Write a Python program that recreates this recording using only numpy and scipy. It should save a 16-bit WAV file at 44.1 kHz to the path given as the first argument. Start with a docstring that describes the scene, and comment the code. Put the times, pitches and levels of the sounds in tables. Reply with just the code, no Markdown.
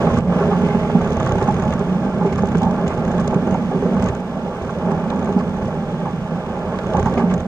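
"""A snow plow's steel blade grinds and rasps over a frozen pond, pushed by a small truck, heard by its front wheel.
Grains of noise rung through the blade's resonances make it scrape, groan and boom; one tone sings briefly.
Blows on ice ridges ring the same blade; stick-slip bouts jolt the frame and rattle the linkage pins.
Noise bursts make slabs crunch and crust snap, and finer grains hiss as powder; the engine is a stack of
crank harmonics underneath, with a faint wavering whine and thin hiss behind."""
import sys
import numpy as np
from scipy import signal
from scipy.fft import rfft, irfft, next_fast_len
from scipy.io import wavfile

SR = 44100
rng = np.random.default_rng(int(sys.argv[2]) if len(sys.argv) > 2 else 0)


def transcribe(signal):
    """Save signal, clipped to [-1, 1], as a 16-bit WAV file at the path in sys.argv[1]."""
    frames = np.atleast_2d(signal).T
    limited = np.clip(frames, -1, 1)
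    pcm = np.round(limited * 32767).astype(np.int16)
    wavfile.write(sys.argv[1], SR, pcm)


N = 329427
TIME = np.arange(N) / SR
TAPS = 8192  # samples in a filter design or a single blow
BINS = np.fft.rfftfreq(TAPS, 1 / SR)

# Levels in the tables are relative: a layer may trim them, and the ports shade each side.
# Weight of snow on the cutting edge: t/s, level/dB
LOAD = [(0.0, -17), (0.23, -20.5), (0.5, -20.5), (0.93, -23.5), (1.05, -22.5), (1.5, -23.5), (1.92, -24.5),
        (2.17, -25.5), (2.21, -24), (3.24, -24), (3.37, -25.5), (3.52, -21.5), (3.68, -29.5), (3.76, -29),
        (3.86, -22.5), (4.08, -23), (4.23, -29.5), (4.93, -24), (5.0, -26.5), (5.34, -24), (5.44, -25.5),
        (6.24, -29.5), (6.85, -24.5), (6.97, -20.5), (7.02, -23.5), (7.07, -23), (7.14, -22.5), (7.2, -24),
        (7.28, -23), (7.45, -26)]
# Boom of the blade: t/s, level/dB
BOOM_LEVEL = [(0.0, -18.5), (1.01, -23), (1.26, -24.5), (1.62, -22.5), (1.95, -22.5), (2.1, -21),
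              (2.3, -20.5), (2.62, -19.5), (2.82, -21.5), (3.0, -21), (3.92, -18.5), (4.29, -28.5),
              (4.76, -28.5), (4.83, -23), (5.3, -21.5), (5.7, -25), (6.82, -27.5), (7.18, -22),
              (7.45, -25.5)]
# Snow sliding off the blade: t/s, level/dB
FLOW = [(0.0, -37.5), (0.27, -43.5), (0.37, -40), (1.54, -42), (1.96, -43.5), (2.23, -44.5), (3.46, -43.5),
        (3.84, -43), (4.06, -43.5), (4.26, -46), (4.69, -44.5), (6.56, -45), (7.12, -43), (7.45, -47.5)]
# The blade singing on one mode: t/s, mean f/Hz, level/dB
SINGING = [(0.5, 418, -50), (0.58, 417, -26.5), (0.75, 415, -31.5), (0.9, 418.6, -27), (0.96, 415, -28),
           (1.02, 420, -73)]
# Skids over bare ice: t/s, length/s, rasp level/dB, grit level/dB
SKIDS = [(0.141, 0.06, -41, -49), (0.632, 0.33, -42.5, -65), (1.003, 0.076, -44.5, -62),
         (2.244, 0.06, -43, -56), (2.258, 0.012, -49, -46), (2.321, 0.012, -37, -44.5),
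         (2.377, 0.013, -47, -42.5), (2.864, 0.052, -41.5, -54), (3.522, 0.039, -41.5, -55),
         (4.052, 0.043, -41, -55), (5.386, 0.014, -49, -46), (7.062, 0.015, -43, -42.5),
         (7.172, 0.033, -35.5, -46.5), (7.294, 0.033, -39, -50.5)]
# Blows on ice ridges: t/s, boom level/dB, clang level/dB, crushing time/s, f of strongest clang/Hz
KNOCKS = [(0.069, -10.5, -12, 0.006, 660), (0.178, -11, -15.5, 0.011, 485), (0.357, -9.5, -19, 0.017, 427),
          (0.508, -24, -13.5, 0.03, 820), (0.631, -9.5, -21.5, 0.012, 425),
          (0.746, -11, -12.5, 0.0057, 409), (0.898, -27, -11.5, 0.0033, 530),
          (0.948, -3.5, -15.5, 0.019, 816), (1.418, -25, -10.5, 0.0038, 380),
          (1.459, -13, -17, 0.0024, 517), (1.48, -7, -9.5, 0.018, 810), (1.808, -13, -16, 0.0024, 396),
          (2.21, -12, -17.5, 0.008, 826), (2.245, -10, -10.5, 0.03, 387), (2.434, -9, -10.5, 0.0018, 410),
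          (2.548, -9, -14.5, 0.0098, 412), (2.609, -27, -14.5, 0.06, 840), (2.664, -11, -15, 0.01, 860),
          (2.838, -13.5, -19.5, 0.0027, 560), (3.326, -18, -11.5, 0.012, 414), (3.358, -7, -15, 0.016, 394),
          (3.425, -13.5, -26.5, 0.01, 410), (3.467, -11.5, -12.5, 0.034, 396),
          (3.523, -13.5, -16.5, 0.0033, 547), (3.546, -38, -12.5, 0.004, 790),
          (3.713, -16, -11, 0.013, 413), (3.745, -9.5, -13.5, 0.02, 380), (3.823, -17, -12.5, 0.0047, 417),
          (3.853, -12.5, -15.5, 0.011, 426), (4.03, -11, -28, 0.043, 820), (4.367, -17, -20, 0.007, 634),
          (4.45, -18, -17.5, 0.069, 506), (4.865, -16, -12, 0.042, 377), (4.917, -14.5, -18, 0.015, 980),
          (5.12, -17, -17, 0.028, 885), (5.284, -36, -14, 0.023, 368), (5.362, -9, -21.5, 0.017, 795),
          (6.022, -15.5, -43, 0.013, 619), (6.056, -14, -19.5, 0.019, 930), (6.943, -14, -11, 0.0099, 900),
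          (6.977, -23, -12.5, 0.015, 427), (7.058, -18.5, -12.5, 0.015, 884),
          (7.108, -17, -19.5, 0.0072, 470), (7.172, -13, -11, 0.025, 460), (7.195, -27, -18, 0.014, 860),
          (7.237, -10, -24.5, 0.015, 860), (7.325, -14, -17, 0.033, 590)]
# Stick-slip bouts: t of first slip/s, length/s, mean slip rate/Hz, mean shudder level/dB, mean rattle level/dB
BOUTS = [(0.11, 0.08, 32, -23.5, -40.5), (0.62, 0.07, 29, -36, -43), (1.015, 0.1, 33, -29.5, -38),
         (1.170, 0.16, 33, -24.5, -34.5), (1.354, 0.17, 32.4, -26.5, -38), (1.541, 0.2, 36, -29.5, -37.5),
         (2.327, 0.33, 30.9, -29, -39), (2.872, 0.13, 29, -27.5, -43), (3.05, 0.3, 30.6, -31, -38.5),
         (3.473, 0.074, 29, -32.5, -37), (3.998, 0.1, 32, -23.5, -37.5), (4.62, 0.1, 35, -34, -42),
         (5.161, 0.17, 30.5, -36, -41), (5.54, 0.04, 42, -37.5, -43), (5.62, 0.06, 33, -30, -53),
         (6.837, 0.11, 30, -33, -41), (6.967, 0.1, 32.4, -25, -34.5), (7.096, 0.1, 33, -35.5, -42),
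         (7.313, 0.1, 32, -29.5, -36)]
# Linkage pins hitting home: t/s, tick level/dB, clack level/dB
CLACKS = [(0.187, -32, -29), (1.199, -35, -24), (1.291, -36, -31), (1.427, -35, -25), (1.725, -36, -23),
          (1.793, -34, -31), (2.632, -35, -26), (2.879, -24.5, -29), (3.276, -27, -33), (4.024, -28, -27),
          (4.06, -39, -42), (4.086, -28, -25), (4.15, -32, -33), (5.104, -38, -27), (5.246, -34, -34),
          (6.787, -43, -22), (7.14, -41, -25.5), (7.339, -27.5, -29)]
# Slabs of packed snow crunching on the blade: t/s, level/dB, decay/s
CRUNCHES = [(0.01, -26.5, 0.031), (0.068, -20.5, 0.017), (0.098, -19, 0.006), (0.167, -21.5, 0.018),
            (0.319, -26, 0.014), (0.416, -25, 0.03), (0.513, -22, 0.027), (1.17, -24.5, 0.011),
            (1.202, -23, 0.02), (1.263, -21, 0.015), (1.41, -26.5, 0.022), (1.478, -21.5, 0.014),
            (1.808, -23.5, 0.0081), (2.382, -24.5, 0.016), (2.546, -19.5, 0.0095), (2.914, -27, 0.022),
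            (3.188, -26.5, 0.022), (3.965, -24, 0.013), (4.061, -24.5, 0.015), (4.691, -24, 0.012),
            (4.906, -27, 0.016), (5.271, -28, 0.012), (5.398, -26.5, 0.021), (6.049, -26, 0.013),
            (6.736, -26, 0.019), (6.968, -24, 0.014), (7.057, -27.5, 0.03), (7.193, -26.5, 0.039),
            (7.309, -25, 0.016)]
# Icy crust snapping: t/s, peak level/dB, decay/s, centre f/Hz
SNAPS = [(0.174, -33, 0.0029, 4500), (0.182, -32, 0.0047, 6000), (1.121, -28, 0.0025, 4600),
         (1.131, -28, 0.0018, 5600), (1.249, -37, 0.003, 7800), (1.273, -28, 0.003, 4300),
         (1.426, -27, 0.0023, 5500), (1.44, -33, 0.002, 7500), (1.489, -32, 0.004, 5800),
         (1.523, -32, 0.0017, 6200), (2.471, -31, 0.0027, 4500), (2.571, -31, 0.0025, 4800),
         (2.581, -32, 0.003, 7200), (2.631, -30, 0.0065, 4600), (2.71, -31.5, 0.003, 5400),
         (2.881, -31, 0.0037, 5500), (3.198, -29.5, 0.002, 4500), (3.203, -33, 0.0056, 7300),
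         (3.277, -25.5, 0.0025, 5200), (4.041, -27.5, 0.0027, 6000), (4.915, -36, 0.005, 5500),
         (5.102, -27, 0.002, 3500), (6.788, -31, 0.002, 3400), (6.936, -29, 0.002, 3200),
         (6.993, -31, 0.004, 4000), (7.138, -33, 0.002, 3600), (7.339, -36, 0.0027, 4500),
         (7.4, -33, 0.0025, 3200)]
# Engine: t/s, mean crank rate/Hz, level/dB
ENGINE = [(0, 40.3, -23), (.35, 39.3, -27), (.65, 39.4, -21), (1, 39.2, -22.5), (1.5, 35.4, -27),
          (2.1, 33, -34), (3, 40.3, -36), (3.8, 32.8, -31), (4.3, 33.4, -45), (5.1, 43.6, -26),
          (5.9, 38.2, -35), (7.47, 46, -29.5)]
# Engine orders: multiple of crank rate, mean level/dB
ENGINE_ORDERS = [(2, -7), (2.5, -16.5), (3.5, -3), (4, 3.5), (4.5, 2.5), (5, -8.5), (5.5, -9), (6, -2.5),
                 (10.5, -7.5), (12, -13.5), (13, -16.5), (16, -14.5)]
# Faint high whine tones, wavering in pitch: mean f/Hz, level/dB
WHINE = [(5036, -74), (7868, -74), (11808, -80)]

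# Resonances of the frame and of the blade's boom, groan and scrape: f/Hz, width/Hz, level/dB
FRAME_MODES = [(76.2, 11, 0.5), (94.5, 9, -1), (128.9, 13.7, 2.5)]
BOOM_MODES = [(160.4, 16, -3), (178.9, 11, 6.5), (200.2, 19, -1.5), (231.6, 22.2, 0)]
GROAN_MODES = [(310, 26, -3.5), (387, 24, -1), (412, 20, -2), (465, 24, -6), (516, 42, -3.5), (590, 54, -8),
               (633, 32, -4)]
SCRAPE_MODES = [(785, 48, -2.5), (831, 75, 4), (873, 87, -11), (1050, 46, -6.5), (1151, 92, -4.5),
                (1364, 44, -15.5), (1374, 19, -9), (1552, 51, -14.5), (1700, 35, -16)]
# Smooth spectra of the frame and of the blade's boom, groan and scrape: f/Hz, level/dB
FRAME_BAND = [(10, -53.5), (22, -18.5), (30, -4), (45, 7.5), (62, -4.5), (80, -0.5), (135, -3.5),
              (190, -26), (400, -60.5)]
BOOM_BAND = [(50, -25.5), (120, -10), (155, -4), (250, -3), (290, -6.5), (450, -12.5), (1200, -61)]
GROAN_BAND = [(100, -53.5), (260, -12), (330, -4), (650, -2.5), (735, 0.5), (1000, -13), (2000, -19),
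              (6000, -64.5)]
SCRAPE_BAND = [(200, -44), (600, -12), (830, -2), (970, -2.5), (1150, -1), (1720, 3), (1850, -2.5),
               (2350, 4.5), (2800, -5.5), (4200, -17), (9000, -53)]
# Spectra of the rasping edge and of sprayed grit: f/Hz, level/dB
RASP_BAND = [(1000, -34.5), (1800, -14), (2050, 5.5), (2350, -1), (2600, -4), (3000, -5.5), (4200, -24),
             (9000, -44.5)]
GRIT_BAND = [(1200, -23), (2500, -0.5), (4000, 2), (5800, 3.5), (7200, 1.5), (9000, -15), (14000, -30.5)]
# Spectra of a pin's tick, its clack, and its ping at a slip: f/Hz, level/dB
TICK_BAND = [(1500, -22), (3500, -3.5), (4500, -7), (5800, -11), (6400, 3.5), (6850, -7), (7250, 2),
             (7900, -7), (8800, -18), (10000, -31.5), (14000, -28.5)]
CLACK_BAND = [(500, -29), (1500, 12), (2500, 3), (3100, -1), (3700, 1.5), (4200, -13.5), (5500, -16.5),
              (8000, -35), (14000, -44)]
PIN_BAND = [(2500, -38), (5400, -23), (5950, -12), (6250, 0), (6550, 0), (6850, -5), (7200, -16),
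            (8000, -24), (10000, -42), (14000, -48)]
# Spectra of crunching slabs, snapping crust and hissing powder: f/Hz, level/dB
CRUNCH_BAND = [(300, -44.5), (800, -15), (1100, 4.5), (1400, 0.5), (1720, 4.5), (1900, 1), (2400, 2),
               (3500, -1.5), (8000, -28.5)]
SNAP_BAND = [(1500, -10.5), (3400, 7.5), (4500, -2.5), (6000, 4.5), (7500, 0), (8700, -4.5), (10000, -13),
             (14000, -26)]
SNOW_BAND = [(600, -39), (1800, 5), (2300, 2.5), (2800, 4), (3550, 3), (4100, -6), (5700, -6.5), (6400, -4),
             (7400, -13.5), (8200, -14.5), (9500, -20), (11000, -24.5), (14000, -26.5)]

# How alike the two microphone ports hear: f/Hz, likeness from 0 to 1
LIKENESS = [(60, .99), (550, .99), (850, .96), (1200, .89), (1600, .8), (1850, .2), (2300, .35),
            (2700, .76), (3300, .84), (3750, .66), (4200, .25), (6400, .38), (8500, .08)]
# Lead of the left port: f/Hz, phase/rad
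LEAD = [(60, 0), (700, 0), (850, -.3), (1800, -.2), (1950, 1.8), (2670, 2.6), (3700, 2.8), (4400, 6.5),
        (5200, 6.5), (6200, 10.6), (7000, 12), (7840, 14.2), (14000, 13)]
# Left minus right: f/Hz, level/dB
TILT = [(60, -2.3), (280, -2.6), (420, -1.9), (620, -2.3), (830, -4.6), (1380, -1.5), (2100, -3.8),
        (2900, -3.8), (3350, 0), (3900, 0), (4200, -3), (5900, -5), (6350, -10), (7000, 2), (7700, 6),
        (9000, 4), (12000, 1)]

BOUT_RISE_S, BOUT_FALL_S = 0.015, 0.01  # a bout builds before its first slip and fades at its end
ROCK_HZ = 31  # mean rate at which the blade rocks on its mount
SKIP_S, SKIP_WIDTH_S, SKIP_DB = 0.22, 0.053, -5.5  # thrown up by the first bout, the edge briefly loses bite
REBOUND_S, REBOUND_SPREAD_S, REBOUND_DB = 0.006, 0.013, -9.5  # a weaker pin bounce after each slip
CEILING, EDGE_HZ = 0.93, 14300  # soft limit of the peaks (full scale 1) and top of the band


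def plow(boom, groan, scrape, load, flow, grip, pulsing):
    """Ice fractures under the edge ring the blade: boom on its own curve, groan by load, scrape by load and flow."""
    lumps_db, throb = 0.9, 0.25
    groan_db, scrape_db, scrape_grip_db = -2.5, -7.0, 0.5
    usual = np.median(load)
    rubbing = usual * (load / usual) ** 0.51 * (flow / np.median(flow)) ** 0.4
    # lumps of snow and slips load groan and scrape together
    lumps = gain_of(lumps_db * wander(5.5)) * (1 + throb * pulsing)

    boom_grains = grinding(770, 0.71, 0.0028, 0.71)
    booming = evened(detuned(ring(boom_grains, boom), 0.01601, 4.03)) * gain_of(curves(BOOM_LEVEL))

    groan_grains = grinding(870, 4.6, 0.0027, 0.95)
    groaning = evened(detuned(ring(groan_grains, groan), 0.01484, 4.9)) * lumps * load

    scrape_grains = grinding(1000, 1.3, 0.0011, 0.51) * lumps
    scraping = evened(ring(scrape_grains, scrape)) * rubbing
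    scrape_gain = gain_of(scrape_db + scrape_grip_db * grip)
    return booming + gain_of(groan_db) * groaning + scrape_gain * scraping


def singing(waver=0.0035, uneven_db=0.5, octave_db=-13):
    """The dragging edge locks on to one mode of the blade: a clean, slightly wavering tone with its octave."""
    hz, db = curves(SINGING)
    angle = 2 * np.pi * np.cumsum(hz * (1 + waver * wander(22))) / SR
    tone = np.sin(angle) + gain_of(octave_db) * np.sin(2 * angle)
    return np.sqrt(2) * gain_of(db + uneven_db * wander(12)) * tone


def skids(rise_s=0.0042, fall_s=0.011):
    """On bare ice the edge rasps in coarse grains and sprays finer grit."""
    rasp_level, grit_level = np.zeros(N), np.zeros(N)
    for s, length, rasp_db, grit_db in SKIDS:
        full = s + rise_s
        corners = [s, full, full + length, full + length + fall_s]
        held = np.interp(TIME, corners, [0.015, 0.89, 0.52, 0])
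        rasp_level += gain_of(rasp_db) * held
        grit_level += gain_of(grit_db) * held
    rasp = evened(ring(grinding(600, 2.7, 0.00098, 0.2), response(RASP_BAND)))
    grit = evened(ring(grinding(900, 4.1, 0.00052, 0.15), response(GRIT_BAND)))
    return rasp_level * rasp + grit_level * grit


def knocks(boom, sheet, focus=5.5, rise_s=0.004):
    """The edge strikes ridges: the whole blade booms, and the place of the blow picks the modes that clang."""
    out = np.zeros((2, N))
    for s, boom_db, clang_db, crush_s, hz in KNOCKS:
        struck = signal.lfilter(*signal.iirpeak(hz, focus, SR), sheet)
        add(out, s, gain_of(boom_db) * blow(boom, 0.003, 0.068))
        add(out, s, gain_of(clang_db) * blow(struck, crush_s, 0.22, rise_s))
    return out


def chatter(jitter_s=0.0012, uneven_db=2.0):
    """Stick-slip bouts give the slips (t/s, shudder/dB, rattle/dB), how firmly the edge grips, and the throb."""
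    slips, grip, pulsing = [], np.zeros(N), np.zeros(N)
    for start, length, slip_hz, shudder_db, rattle_db in BOUTS:
        for s in np.arange(start, start + length, 1 / slip_hz):
            late, harder, sharper = rng.standard_normal(3)
            slips.append((s + jitter_s * late, shudder_db + uneven_db * harder, rattle_db + uneven_db * sharper))
        end = start + length
        held = np.interp(TIME, [start - BOUT_RISE_S, start, end, end + BOUT_FALL_S], [0, 1, 1, 0])
        strength = gain_of(shudder_db) * held
        grip += strength
        pulsing += strength * np.cos(2 * np.pi * slip_hz * (TIME - start))
    return slips, grip / grip.max(), pulsing / grip.max()


def shudder(frame, slips, load, grip):
    """The frame rumbles under the load and takes a jolt from every slip; the blade rocks on its mount."""
    rumble_db, judder_db, sway_db, rock_db = -10, -33, -45, -42
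    jolts = np.zeros((1, N))
    for s, db, _ in slips:
        add(jolts, s, gain_of([db]))
    # unit-energy jolts, scaled to rms 1 when repeated at the rocking rate
    jolted = ring(jolts, frame / np.linalg.norm(frame)) * np.sqrt(SR / ROCK_HZ)

    carried = np.sqrt(load * np.median(load))  # the springs soften the swings of the load
    rumble_level = np.hypot(gain_of(rumble_db) * carried, gain_of(judder_db) * grip)
    rumble = rumble_level * evened(ring(rng.standard_normal((2, N)), frame))

    turns = np.cumsum(ROCK_HZ * (1 + 0.018 * wander(14))) / SR
    sway_level = gain_of(sway_db + 1.5 * wander(5.4)) + gain_of(rock_db) * grip
    return jolted + rumble + sway_level * np.sin(2 * np.pi * turns)


def rattle(slips, slip_tick_db=1.0, slip_clack_db=8.0, ping_s=0.00088):
    """Loose linkage pins ring briefly at every slip and bounce; now and then they clack hard in their holes."""
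    out = np.zeros((2, N))
    tick, clack, pin = response(TICK_BAND), response(CLACK_BAND), response(PIN_BAND)
    for s, tick_db, clack_db in CLACKS:
        add(out, s, gain_of(tick_db) * blow(tick, 0.0018, 0.95))
        add(out, s, gain_of(clack_db) * blow(clack, 0.005, 0.6))
    for s, _, db in slips:
        add(out, s, gain_of(db + slip_tick_db) * blow(pin, ping_s, 0.36))
        add(out, s, gain_of(db + slip_clack_db) * blow(clack, 0.0019, 0.55))
        bounce = s + REBOUND_S + REBOUND_SPREAD_S * rng.random()
        add(out, bounce, gain_of(db + REBOUND_DB) * blow(tick, ping_s, 0.5))
    return out


def crunches(crunch_db=-1.45, rise_s=0.0029, clump_db=1.5, clump_s=0.0011):
    """Each slab of packed snow gives way in a short clump of fractures that rings the face of the blade."""
    out, face, t = np.zeros((2, N)), response(CRUNCH_BAND, SCRAPE_MODES), np.arange(TAPS) / SR
    for s, db, length in CRUNCHES:
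        sizes = np.clip(rng.standard_normal(TAPS), -2, 2)
        clumps = np.interp(t, np.arange(TAPS) * clump_s, sizes)
        swell = np.minimum(t / rise_s, 1) * np.exp(-(t / length) ** 2)
        sound = ring(swell * gain_of(clump_db * clumps) * rng.standard_normal((2, TAPS)), face)
        sound *= np.linalg.norm(swell) / np.linalg.norm(sound, axis=1, keepdims=True)  # the swell sets the energy
        add(out, s, gain_of(db + crunch_db) * sound)
    return out


def snaps(grip, focus=1.4, count=130):
    """Icy crust snaps, each piece at its own pitch; smaller splinters break at random, likelier in a chatter."""
    stray_db, stray_spread_db, stray_s = -46, 9, 0.0012
    low_hz, high_hz = 3200, 8200
    out, crust = np.zeros((2, N)), response(SNAP_BAND)
    odds = np.cumsum(grip + 0.06)
    splinters = []
    for when, size, pitch in rng.random((count, 3)):
        s = np.interp(when, odds / odds[-1], TIME)
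        splinters.append((s, stray_db + stray_spread_db * size ** 2, stray_s, low_hz + (high_hz - low_hz) * pitch))
    for s, db, length, hz in SNAPS + splinters:
        piece = signal.lfilter(*signal.iirpeak(hz, focus, SR), crust)
        add(out, s, gain_of(db) * blow(piece, length, 0.91))
    return out


def snow(grip, pulsing, hiss_db=-1.5, throb=0.12, grip_db=1.5):
    """Powder hisses off the blade as very short grains, harder where the edge catches."""
    grains = grinding(900, 3.1, 0.00062, 1.5) * (1 + throb * pulsing)
    return gain_of(hiss_db + grip_db * grip) * evened(ring(grains, response(SNOW_BAND)))


def engine(level_db=-1, uneven_db=2):
    """Eight cylinders fire four times a turn; their unevenness fills in the half orders."""
    crank_hz, db = curves(ENGINE)
    turns = np.cumsum(crank_hz * (1 + 0.002 * wander(6))) / SR
    tone = 0
    for order, order_db in ENGINE_ORDERS:
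        level = gain_of(order_db + uneven_db * wander(5))
        tone = tone + level * np.cos(2 * np.pi * (order * turns + rng.random()))
    return gain_of(db + level_db) * evened(tone)


def whine(waver_hz=11, air_db=-70):
    """Faint high sine tones that waver in pitch, over a thin even hiss."""
    tones = np.zeros(N)
    for hz, db in WHINE:
        cycles = np.cumsum(hz + waver_hz * wander(40)) / SR
        tones += gain_of(db) * np.sqrt(2) * np.sin(2 * np.pi * cycles)
    return tones + gain_of(air_db) * rng.standard_normal((2, N))


def grinding(per_s, spread_db, grain_s, smooth):
    """Countless small fractures of uneven size, each a short puff of noise, over smooth sliding."""
    bigness = np.minimum(rng.exponential(1, N), 3)
    size = gain_of(spread_db * bigness) * (rng.random(N) < per_s / SR)
    power = signal.lfilter([1], [1, -np.exp(-1 / (grain_s * SR))], size ** 2)
    return np.sqrt(smooth + power / power.mean()) * rng.standard_normal((2, N))


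def blow(body, contact_s, crush, rise_s=0):
    """A push and a decaying burst of crushing noise ring a body; peak 1. A rise time swells the crushing in."""
    t = np.arange(TAPS) / SR
    rise = np.minimum((t + 1 / SR) / (rise_s + 1 / SR), 1)
    drive = crush * np.exp(-t / contact_s) * rise * rng.standard_normal((2, TAPS))
    drive[:, 0] += 1
    sound = ring(drive, body)
    return sound / abs(sound).max(1, keepdims=True)


def detuned(pair, share, rate):
    """Snow heaping up and sliding off shifts the blade's resonances a little: a wavering playback speed."""
    when = np.cumsum(1 + share * wander(rate)) / SR
    return np.array([np.interp(when, TIME, x, period=TIME[-1]) for x in pair])


def response(band, modes=()):
    """Causal, minimum-phase impulse response of a smooth spectrum times a set of resonances."""
    gain = gain_of(read(band, BINS))
    if len(modes):
        power = sum(gain_of(db) ** 2 / (1 + (2 * (BINS - hz) / width) ** 2) for hz, width, db in modes)
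        gain = gain * np.sqrt(power)
    log_gain = np.log(gain + 1e-6)
    circle = np.concatenate([log_gain, log_gain[-2:0:-1]])
    spectrum = np.exp(np.conj(signal.hilbert(circle)))  # the log gain's Hilbert transform gives the phase
    return np.fft.ifft(spectrum).real[:TAPS // 2]


def ring(drive, body):
    """Passes drive signals through a resonant body by convolution."""
    return signal.oaconvolve(drive, body[None], axes=1)[:, :N]


def wander(rate):
    """Slow random drift of rms 1, its spectrum rolling off around the given rate in Hz."""
    hz = np.fft.rfftfreq(N, 1 / SR)[:N // 32]
    noise = rfft(rng.standard_normal(2 * len(hz)))[:len(hz)]
    slow = irfft(noise * np.exp(-(hz / rate) ** 2))
    return evened(np.interp(TIME, np.linspace(0, TIME[-1], len(slow)), slow))


def gain_of(db):
    """Decibels to gain."""
    return 10 ** (np.asarray(db) / 20)


def evened(x):
    """Scales to rms 1."""
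    return x / np.sqrt(np.mean(x ** 2) + 1e-20)


def read(points, hz):
    """Reads a spectrum table on a log-frequency axis."""
    f, value = np.transpose(points)
    return np.interp(np.log(hz + 1), np.log(f + 1), value)


def curves(rows):
    """Each column of a time table, sample by sample."""
    s, *columns = np.transpose(rows)
    return [np.interp(TIME, s, c) for c in columns]


def add(mix, s, sound):
    """Adds a sound at time s in seconds."""
    part = mix[:, max(round(s * SR), 0):][:, :sound.shape[-1]]
    part += sound[..., :part.shape[-1]]


def ports(pair):
    """Both ports hear the same bass; the treble reaches them shifted, shaded and partly scattered."""
    size = next_fast_len(N + TAPS)
    hz = np.fft.rfftfreq(size, 1 / SR)
    direct, scattered = rfft(pair, size)
    same = np.clip(read(LIKENESS, hz), 0, 1)
    right = (same * direct + np.sqrt(1 - same ** 2) * scattered) * np.exp(-1j * read(LEAD, hz))
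    lean = gain_of(read(TILT, hz))
    balance = np.sqrt(2 / (1 + lean ** 2))  # keeps the summed power of both sides
    return irfft(np.array([direct * lean, right]) * balance, size)[:, :N]


def scene():
    """Plow, shuddering frame, knocks, sliding and breaking snow, rattle and engine at the two ports, plus whine."""
    frame, boom = response(FRAME_BAND, FRAME_MODES), response(BOOM_BAND, BOOM_MODES)
    groan, scrape = response(GROAN_BAND, GROAN_MODES), response(SCRAPE_BAND, SCRAPE_MODES)
    load, flow = gain_of(curves(LOAD)), gain_of(curves(FLOW))
    bite = gain_of(SKIP_DB * np.exp(-((TIME - SKIP_S) / SKIP_WIDTH_S) ** 2))
    slips, grip, pulsing = chatter()
    pushing = bite * (plow(boom, groan, scrape, load, flow, grip, pulsing) + flow * snow(grip, pulsing))
    steel = shudder(frame, slips, load, grip) + knocks(boom, groan + scrape) + rattle(slips) + singing()
    breaking = crunches() + snaps(grip) + skids()
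    soft_ends = signal.windows.tukey(N, 0.001)
    return ports(soft_ends * (pushing + steel + breaking + engine())) + whine()


def record(dry):
    """Rounds off the very highest peaks, then limits the band with a low-pass."""
    rounded = dry / (1 + (dry / CEILING) ** 8) ** (1 / 8)
    low_pass = signal.firwin(511, EDGE_HZ, window=("kaiser", 9), fs=SR)
    return signal.oaconvolve(rounded, low_pass[None], "same")


dry = scene()
out = record(dry)
transcribe(out)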